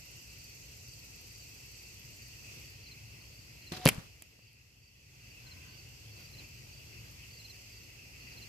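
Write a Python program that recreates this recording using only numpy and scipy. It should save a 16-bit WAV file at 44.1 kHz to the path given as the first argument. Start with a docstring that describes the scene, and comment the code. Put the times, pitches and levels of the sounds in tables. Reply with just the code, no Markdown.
"""A summer yard: a bow is loosed and the arrow hisses into two sandbags on a table near the microphone.
Bow and bags ring as dying sines; hiss, cracks and sand are shaped noise. Pulsed tones make near crickets,
noise strokes a katydid, coloured noise the cicadas, insect chorus, breeze and low traffic rumble.
A motor hums and a bird calls far off; the gain control sinks after the smack, then recovers."""
import sys
import numpy as np
from scipy import signal
from scipy.fft import rfft, irfft
from scipy.io import wavfile
from scipy.ndimage import uniform_filter1d

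SR = 44100
rng = np.random.default_rng(int(sys.argv[2]) if len(sys.argv) > 2 else 0)


def to_wav(s):
    """Save 16-bit WAV."""
    ch = np.atleast_2d(s).T  # columns
    pcm = np.round(np.clip(ch, -1, 1) * 32767)  # PCM
    wavfile.write(sys.argv[1], SR, pcm.astype(np.int16))


N = 373968
TIME = np.arange(N) / SR
TREBLE_TOP_HZ = 14620  # upper edge of the noise layers

# treble level over time, scaled by each layer; falls abruptly near 2.7 s, then drifts:
# (time [s], level [dB])
TREBLE_LEVEL = [(0, 0), (2.66, -.5), (2.75, -4), (3.7, -4.5), (5.2, -3.5), (6.0, -4.5), (6.4, -3.5),
                (7.1, -3.5), (7.55, -2), (8.0, -5), (8.5, -2.5)]


def gain_of(db):
    """Amplitude factor of a level in dB."""
    return 10 ** (np.asarray(db) / 20)


def evened(x):
    """Scales to unit RMS."""
    return x / np.sqrt(np.mean(x ** 2) + 1e-20)


def read(points, hz):
    """Interpolates a (Hz, value) table over log frequency."""
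    f, value = np.transpose(points)
    return np.interp(np.log(hz + 1), np.log(f + 1), value)


def add(mix, s, sound):
    """Adds a sound to the mix from s seconds on, cut at the end of the mix."""
    part = mix[:, round(s * SR):][:, :sound.shape[-1]]
    part += sound[..., :part.shape[1]]


def panned(x, db):
    """Sets the left-minus-right level difference in dB."""
    return x * gain_of([[db / 2], [-db / 2]])


def resonate(x, hz, width_hz):
    """One-pole resonance: shifts hz down to zero, smooths, and shifts back."""
    turn = np.exp(2j * np.pi * np.cumsum(hz * np.ones(x.shape[-1])) / SR)
    r = np.exp(-np.pi * width_hz / SR)
    smooth = signal.lfilter([1 - r], [1, -r], x / turn + 1e-18)
    return 2 * (turn * smooth).real


def ring(modes):
    """Dying sines from (Hz, dB, t60 s); neighbouring modes start in opposite directions."""
    t = TIME[:SR // 4]
    out = 0
    for k, (hz, db, t60_s) in enumerate(modes):
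        out = out + (-1) ** k * gain_of(db - 60 * t / t60_s) * np.sin(2 * np.pi * hz * t)
    return out


def air(spectrum, lo_hz, hi_hz, patchy_db, size):
    """Unit-RMS stereo noise of a given colour, with patches that drift over time and frequency."""
    # (frequency [Hz], left-right likeness [-1..1])
    likeness = [(60, 1), (180, 0.93), (550, 0.3), (1650, 0.57), (4970, -0.089), (15000, -0.17)]
    # (frequency [Hz], left minus right [dB])
    lean = [(60, 2.5), (130, 1.0), (290, 2), (640, 1.0), (1410, 6.5), (3100, -1), (6820, -1), (15000, -1.5)]
    frames, hz = N * 4 // size + 5, np.fft.rfftfreq(size, 1 / SR)
    a, b, c, d, patches = rng.standard_normal((frames, len(hz), 5)).T
    patches = uniform_filter1d(patches, size=10, axis=0)
    patches = evened(uniform_filter1d(patches, size=12, axis=1))
    same = np.clip(read(likeness, hz), -1, 1)[:, None]
    left = a + 1j * b
    right = same * left + np.sqrt(1 - same ** 2) * (c + 1j * d)
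    z = np.array([left, right])
    in_band = (hz >= lo_hz) & (hz < hi_hz)
    z *= gain_of(read(spectrum, hz)[:, None] + patchy_db * patches) * in_band[:, None]
    z *= gain_of(np.outer([.5, -.5], read(lean, hz)))[..., None]
    return evened(signal.istft(z, nperseg=size, noverlap=size * 3 // 4)[1][:, :N])


def background():
    """Traffic rumble, breeze and two bands of far insects swell with the gusts, over a steady hum."""
    # rumble: (frequency [Hz], density [dB per Hz])
    rumble = [(15, -39), (30, -17), (45, -8), (60, -1.5), (82, -4), (105, 1), (130, -2.5), (160, -13),
              (200, -15.5), (300, -18), (420, -19.5), (600, -24.5), (900, -28), (1300, -29.5)]
    # insect chorus: (frequency [Hz], density [dB per Hz])
    chorus = [(1750, -28), (1960, -18.5), (2330, -18), (2660, -9.5), (3000, -19.5), (3540, -26),
              (4090, -20), (4600, -12), (5200, -15.5), (6300, -20), (7670, -26), (9460, -31),
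              (11500, -25.5), (14700, -22.5)]
    # slow swell: (time [s], rumble [dB], low chorus [dB])
    swell = [(0, -2, 0), (.6, 0, -.5), (1.3, -1.5, -.5), (2.2, -.5, .5), (2.75, 1, .5), (3.2, -1, -1),
             (4.3, -1, 0), (5, 3, 1), (6, 1, -.5), (6.8, 2, 0), (7.3, 0, 1), (7.9, -1, 0), (8.5, 0, 2)]
    # gusts: (time [s], half length [s], swell before each bed's share [dB])
    gusts = [(2.55, 0.11, 4.5), (4.3, .3, 1.5), (5.5, 0.31, 2), (6.212, .05, 5), (6.407, 0.048, 5.5),
             (6.997, 0.26, 2), (8.398, 0.22, 3.5)]
    # levels: (rumble [dB], breeze in the leaves [dB], low chorus [dB], high chorus [dB])
    beds_db = (-58, -66, -59.5, -57.5)
    # share of a gust that each bed follows: (rumble, breeze, low chorus, high chorus)
    gust_shares = (.6, 1, .7, 0.44)
    # far idling motor: (frequency [Hz], width [Hz], level [dB])
    hum = [(58, 2.5, -62), (112.8, 7.3, -65)]
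    treble_share = 0.53

    gust_db = sum(db * np.exp(-((TIME - s) / half_s) ** 2) for s, half_s, db in gusts)
    at, rumble_db, chorus_db = np.transpose(swell)
    rumble_gain = gain_of(np.interp(TIME, at, rumble_db))
    chorus_gain = gain_of(np.interp(TIME, at, chorus_db))
    treble_gain = gain_of(treble_share * np.interp(TIME, *np.transpose(TREBLE_LEVEL)))
    layers = [rumble_gain * air(rumble, 0, 200, .8, size=2048),
              air(rumble + chorus, 200, 1800, 1.0, size=1024),
              chorus_gain * air(chorus, 1800, 3600, 1.7, size=1024),
              treble_gain * air(chorus, 3600, TREBLE_TOP_HZ, 0.98, size=1024)]
    out = np.zeros((2, N))
    for db, share, layer in zip(beds_db, gust_shares, layers):
        out += gain_of(db + share * gust_db) * layer
    for hz, width_hz, db in hum:
        waver = evened(resonate(rng.standard_normal(N), 0, width_hz))
        out += gain_of(db) * np.sin(2 * np.pi * np.cumsum(hz + .5 * width_hz * waver) / SR)
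    return np.array([np.roll(out[0], shift=16), out[1]])  # right channel leads by 16 samples


def yard(x):
    """Random echo taps off trees and stacked timber, each band dying at its own speed."""
    # echo: (frequency [Hz], t60 [s])
    echo_t60 = [(100, 0.52), (500, .5), (2000, 0.4), (8000, .3), (14000, .2), (15000, .05)]
    taps = np.zeros((2, SR))
    at = np.arange(400, SR - 20, 20) + rng.integers(0, 20, (2, (SR - 401) // 20))
    np.put_along_axis(taps, at, rng.choice([-1., 1.], at.shape), 1)
    hz, t, z = signal.stft(taps, SR, nperseg=256)
    decay = gain_of(-60 * t / read(echo_t60, hz)[:, None])
    tail = signal.istft(z * decay, SR, nperseg=256)[1]
    tail = tail / np.linalg.norm(tail[0])
    return signal.fftconvolve(x.mean(0)[None], tail, axes=1)[:, :N]


def far_call():
    """A faint breathy bird call: narrow noise at the pitch and a weaker partial two thirds as high."""
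    # (start [s], rise [s], hold [s], fade time constant [s], pitch [Hz], level of main partial [dB])
    s, rise_s, hold_s, fade_s, hz, db = (5.37, 0.1, 0.21, .12, 1535, -71)
    tone = np.zeros((2, N))
    for ratio, part_db in ((1, 0), (2 / 3, -4)):
        breath = resonate(rng.standard_normal((2, N)), ratio * hz, 50)
        tone += gain_of(part_db) * evened(breath)
    rise = np.clip((TIME - s) / rise_s, 0, 1)
    fade = np.exp(-np.maximum(TIME - s - rise_s - hold_s, 0) / fade_s)
    return gain_of(db) * tone * rise * fade


def cicadas():
    """A broad noise buzz in the trees that follows the treble level over time."""
    level_db, treble_share = -60.5, 1.4
    colour = [(5000, -24), (5700, 0), (6300, -2), (7600, -3), (8400, -5.5), (9300, -21.5)]  # (Hz, dB)
    buzz = air(colour, 4800, 9600, 1.4, size=512)
    return gain_of(level_db + treble_share * np.interp(TIME, *np.transpose(TREBLE_LEVEL))) * buzz


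def katydid():
    """Each wing stroke is a short burst of top-octave noise; strokes slow as a phrase goes on."""
    # phrases: (first stroke [s], length [s], initial stroke rate [1/s], level before stroke shape [dB])
    phrases = [(.004, 2.3, 18.3, -73), (2.548, 0.17, 19, -74), (6.2, .37, 17.3, -77), (7.06, 0.78, 18, -79)]
    tiring_per_s = 0.26  # strokes a second lost each second
    strokes = np.zeros(N)
    for s, length_s, rate, db in phrases:
        t = TIME - s
        turns = rate * t - tiring_per_s * t ** 2 / 2
        stroke = np.exp(3.5 * np.cos(2 * np.pi * turns) - 2)
        strokes += gain_of(db) * stroke * (turns > -.5) * (t < length_s)
    colour = [(9000, -24), (11500, 0), (13000, 1), (14700, -1.0)]  # (Hz, dB)
    return strokes * air(colour, 8000, TREBLE_TOP_HZ, 1.1, size=256)


def crickets():
    """Chirps of three near-pure pulses whose pitch sags as the wings close."""
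    # name: (nominal pitch [Hz], pulse length [s], pulse spacing [s], pitch sag [share], left minus
    # right [dB], the three pulses [dB]); the eager ones start their chirp strongly
    voices = {"low": (4160, .028, 0.049, 0.13, -1.5, (-14, -2.2, 0)),
              "low, eager": (4170, .028, .051, .12, -1.5, (-4, 0, 0)),
              "high, eager": (4650, .024, .043, .07, -3, (-3, -2, 0)),
              "mid": (4440, 0.0241, .040, .07, -2.5, (-20, 0, -4)),
              "high": (4635, .024, .0435, 0.075, -4, (-13, -1.4, 0))}
    # (cricket, near the middle of the last pulse [s], level before trim [dB])
    chirps = [("high", .450, -51), ("mid", .542, -56), ("high", .937, -51), ("mid", 1.04, -59),
              ("high, eager", 1.403, -52.5), ("mid", 1.472, -56), ("high", 1.839, -52), ("mid", 1.91, -57),
              ("high", 2.269, -52), ("mid", 2.358, -55), ("high", 2.693, -54), ("high", 2.885, -51),
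              ("low", 2.921, -48), ("mid", 3.256, -55), ("high", 3.394, -53.5), ("low", 3.727, -46.5),
              ("high", 4.479, -51.5), ("high", 4.883, -51.5), ("mid", 5.254, -58), ("high", 5.313, -52),
              ("low", 5.521, -47.5), ("mid", 5.731, -55), ("high", 5.791, -52.5), ("mid", 6.167, -56),
              ("high", 6.259, -52.5), ("low", 6.392, -48.5), ("high", 6.780, -52.5), ("mid", 7.6, -57),
              ("mid", 7.353, -54), ("high", 7.378, -51), ("low, eager", 7.506, -46.5),
              ("high", 7.776, -52.5), ("mid", 7.883, -57), ("mid", 8.257, -56), ("high", 8.327, -52.5),
              ("low", 8.429, -48.5)]
    trim_db = -2.5
    out = np.zeros((2, N))
    for (name, s, db), chance in zip(chirps, rng.standard_normal((len(chirps), 3))):
        hz, length_s, spacing_s, sag, pan_db, pulses_db = voices[name]
        u = np.linspace(0, 1, round(length_s * SR))
        swell = np.sin(np.pi * u ** 0.69)
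        for k, pulse_db in enumerate(pulses_db):
            pitch_hz = hz * (1.01 + .004 * chance[k] - sag * u ** 3.8)
            tone = np.sin(2 * np.pi * np.cumsum(pitch_hz) / SR)
            pulse = gain_of(db + pulse_db + trim_db) * tone * swell
            add(out, s + (k - 2) * spacing_s - 0.422 * length_s, panned(pulse, pan_db))
    return out


def shot():
    """The string slaps home, the limbs ring, and the vanes hiss and whistle in flight."""
    # bow limbs: (frequency [Hz], level [dB], t60 [s])
    limbs = [(166.2, 5, 0.026), (360, -4, .07), (550, -12, 0.03), (1950, -14, .05)]
    # string swings back: (time after release [s], level against the first ring [dB])
    rebounds = [(.012, -3), (.05, -11), (.058, -13), (.078, -15)]
    # arrow in the air: (time [s], hiss [dB], vane whistle [dB])
    flight = [(3.72, -40, -62), (3.74, -45.5, -58), (3.755, -47, -53), (3.768, -43, -60), (3.79, -50, -60),
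              (3.81, -53, -52), (3.835, -51, -47.5), (3.846, -45, -47), (3.8545, -39.5, -53)]
    # hiss colour: (frequency [Hz], density [dB per Hz])
    hiss_colour = [(120, -44.5), (200, -15.5), (365, -8), (481, -18.5), (732, -6), (980, -14),
                   (4460, -12.5), (9100, -26.5), (14100, -27), (15700, -56.5)]
    release_s, string_db, slap_db, slap_t60_s = 3.7186, -34.5, -37.5, .05
    slap_rise_s, whistle_hz = 0.0026, 740

    out, t = np.zeros((2, N)), TIME[:2000]
    add(out, release_s, -gain_of(string_db) * ring(limbs))
    for delay_s, db in rebounds:
        add(out, release_s + delay_s, -gain_of(string_db + db) * ring(limbs))
    slap = resonate(rng.standard_normal((2, 2000)), 3200, 6000)
    slap = evened(resonate(slap, 3200, 6000))
    slap_shape = gain_of(slap_db - 60 * t / slap_t60_s) * np.minimum(t / slap_rise_s, 1)
    add(out, release_s, slap_shape * slap)

    s, hiss_db, whistle_db = np.transpose(flight)
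    flutter = evened(resonate(rng.standard_normal(N), 0, 60))
    phase = 2 * np.pi * np.cumsum(whistle_hz * (1 + .008 * flutter)) / SR
    whistle = evened((1 + .2 * flutter) * np.sin(phase))
    hiss = air(hiss_colour, 150, TREBLE_TOP_HZ, 2.5, size=128)
    flying = (TIME > s[0]) & (TIME < s[-1])
    hiss = gain_of(np.interp(TIME, s, hiss_db)) * hiss
    whistle = gain_of(np.interp(TIME, s, whistle_db)) * whistle
    return out + flying * (hiss + whistle)


def impact():
    """Pushes ring the bags and table; cracks are bursts of coloured grit, and sand shifts after them."""
    # thumps of the bags on the table top: (time [s], level [dB], direction [+-1], push length [s])
    thumps = [(3.8559, -14, -1, 0.0017), (3.8592, -7, 1, .00025), (3.8633, -15, -1, 0.0016),
              (3.8661, -12.5, 1, 0.0014), (3.874, -15, 1, .0005), (3.883, -19, 1, 0.00059),
              (3.918, -27.5, 1, 0.0047), (3.937, -34.5, 1, .006), (3.954, -30, 1, .006),
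              (3.9785, -17.5, 1, 0.0061), (4.392, -45, 1, .0003)]
    # bags and table: (frequency [Hz], level [dB], t60 [s])
    bag = [(168, -3.5, 0.036), (570, -2, 0.0091), (113, -27, 0.18), (1000, -8, 0.008), (40, -17, .06),
           (200, -28, .1)]
    # tip and shaft on cloth, sand and wood:
    # (time [s], dull part [dB], bright part [dB], t60 [s], left minus right [dB])
    crack_hits = [(3.8548, -20, -9, .0045, -1), (3.8591, -10, -22, .0045, -5), (3.8668, -11, -30, .006, -3),
                  (3.8738, -17.5, -24, .016, 2), (3.8763, -20, -30, .01, -2), (3.888, -14.5, -14, .016, -1),
                  (3.879, -34, -31, .05, 3), (3.8935, -27, -33, .025, .5), (3.917, -43, -60, 0.023, 1),
                  (3.9463, -55, -42, .008, 8), (4.2215, -38, -30.5, 0.01, 1), (4.5315, -60, -43, .005, 0)]
    # dull and bright part: (centre [Hz], width [Hz])
    grit_bands = [(2300, 2800), (10000, 9000)]
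    crack_rise_s = .0004
    sand_db, sand_t60_s, grains_per_s = -38, .8, 300  # sand_db is against the dull part

    out, cracks, t = np.zeros((2, N)), np.zeros((2, N)), TIME[1:2001]
    for s, db, direction, length_s in thumps:
        push = np.hanning(max(round(length_s * SR), 3) + 2)  # a slow push rings only the low modes
        thud = direction * gain_of(db) * np.convolve(ring(bag), push / push.sum())
        add(out, s, panned(np.array([np.roll(thud, shift=3), thud]), 1.5))
    for s, dull_db, bright_db, t60_s, pan_db in crack_hits:
        for db, (hz, width_hz) in zip((dull_db, bright_db), grit_bands):
            uneven_db = 2.6 * rng.exponential(1, 250).repeat(8)  # steps of 8 samples
            noise = rng.standard_normal((3, 2000)) * gain_of(uneven_db)
            stereo = 0.78 * noise[0] + 0.63 * noise[1:]  # shared part plus one per side
            grit = resonate(resonate(stereo, hz, width_hz), hz, width_hz)
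            shape = gain_of(db - 60 * t / t60_s) * np.minimum(t / crack_rise_s, 1) ** 2
            burst = evened(grit * shape) * np.sqrt(np.mean(shape ** 2))
            add(cracks, s, panned(burst, pan_db))
        is_grain = rng.random((2, 9000)) < grains_per_s / SR
        grains = rng.standard_normal((2, 9000)) * (.15 + is_grain * 3.5)
        sand_gain = gain_of(dull_db + sand_db - 60 * TIME[:9000] / sand_t60_s)
        add(out, s, sand_gain * evened(resonate(grains, 900, 2500)))
    mirrored = 0.27 * np.roll(cracks, shift=17, axis=1)  # off the table top
    return out + cracks + mirrored


def scene():
    """Sums all layers; only the impact gets yard echoes."""
    hits = impact()
    insects = katydid() + cicadas() + crickets()
    return hits + gain_of(-25) * yard(hits) + shot() + background() + insects + far_call()


def record(dry):
    """Microphone colour; gain control sinks after a loud peak, holds, then recovers; then band limit."""
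    # microphone: (frequency [Hz], response [dB])
    response = [(20, -9), (45, -2.5), (80, 1), (14400, 1), (15000, -14.5), (15800, -17.5)]
    threshold_db, cut_share, lag_s, edge_hz = -31.5, 0.61, 0.18, 15890
    step, hold_steps = 441, 100  # 10 ms in samples; about 1 s

    hz = np.fft.rfftfreq(N, 1 / SR)
    dry = irfft(rfft(dry) * gain_of(read(response, hz)), N)
    power = abs(uniform_filter1d((dry ** 2).mean(0), size=step))
    power_db = 10 * np.log10(power + 1e-12)[::step]
    over_db = cut_share * np.maximum(power_db - threshold_db, 0)
    delayed = [np.pad(over_db, (k, 0))[:len(over_db)] for k in range(1, hold_steps)]
    held_db = np.max(delayed, 0)
    lag = np.exp(-.01 / lag_s)
    cut_db = signal.lfilter([1 - lag], [1, -lag], held_db)
    cut_db = signal.lfilter([1 - lag], [1, -lag], cut_db)
    level = dry / gain_of(np.interp(np.arange(N), np.arange(len(cut_db)) * step, cut_db))
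    low_pass = signal.firwin(511, edge_hz, window=("kaiser", 9), fs=SR)
    return signal.oaconvolve(level, low_pass[None], "same")


dry = scene()
out = record(dry)
to_wav(out)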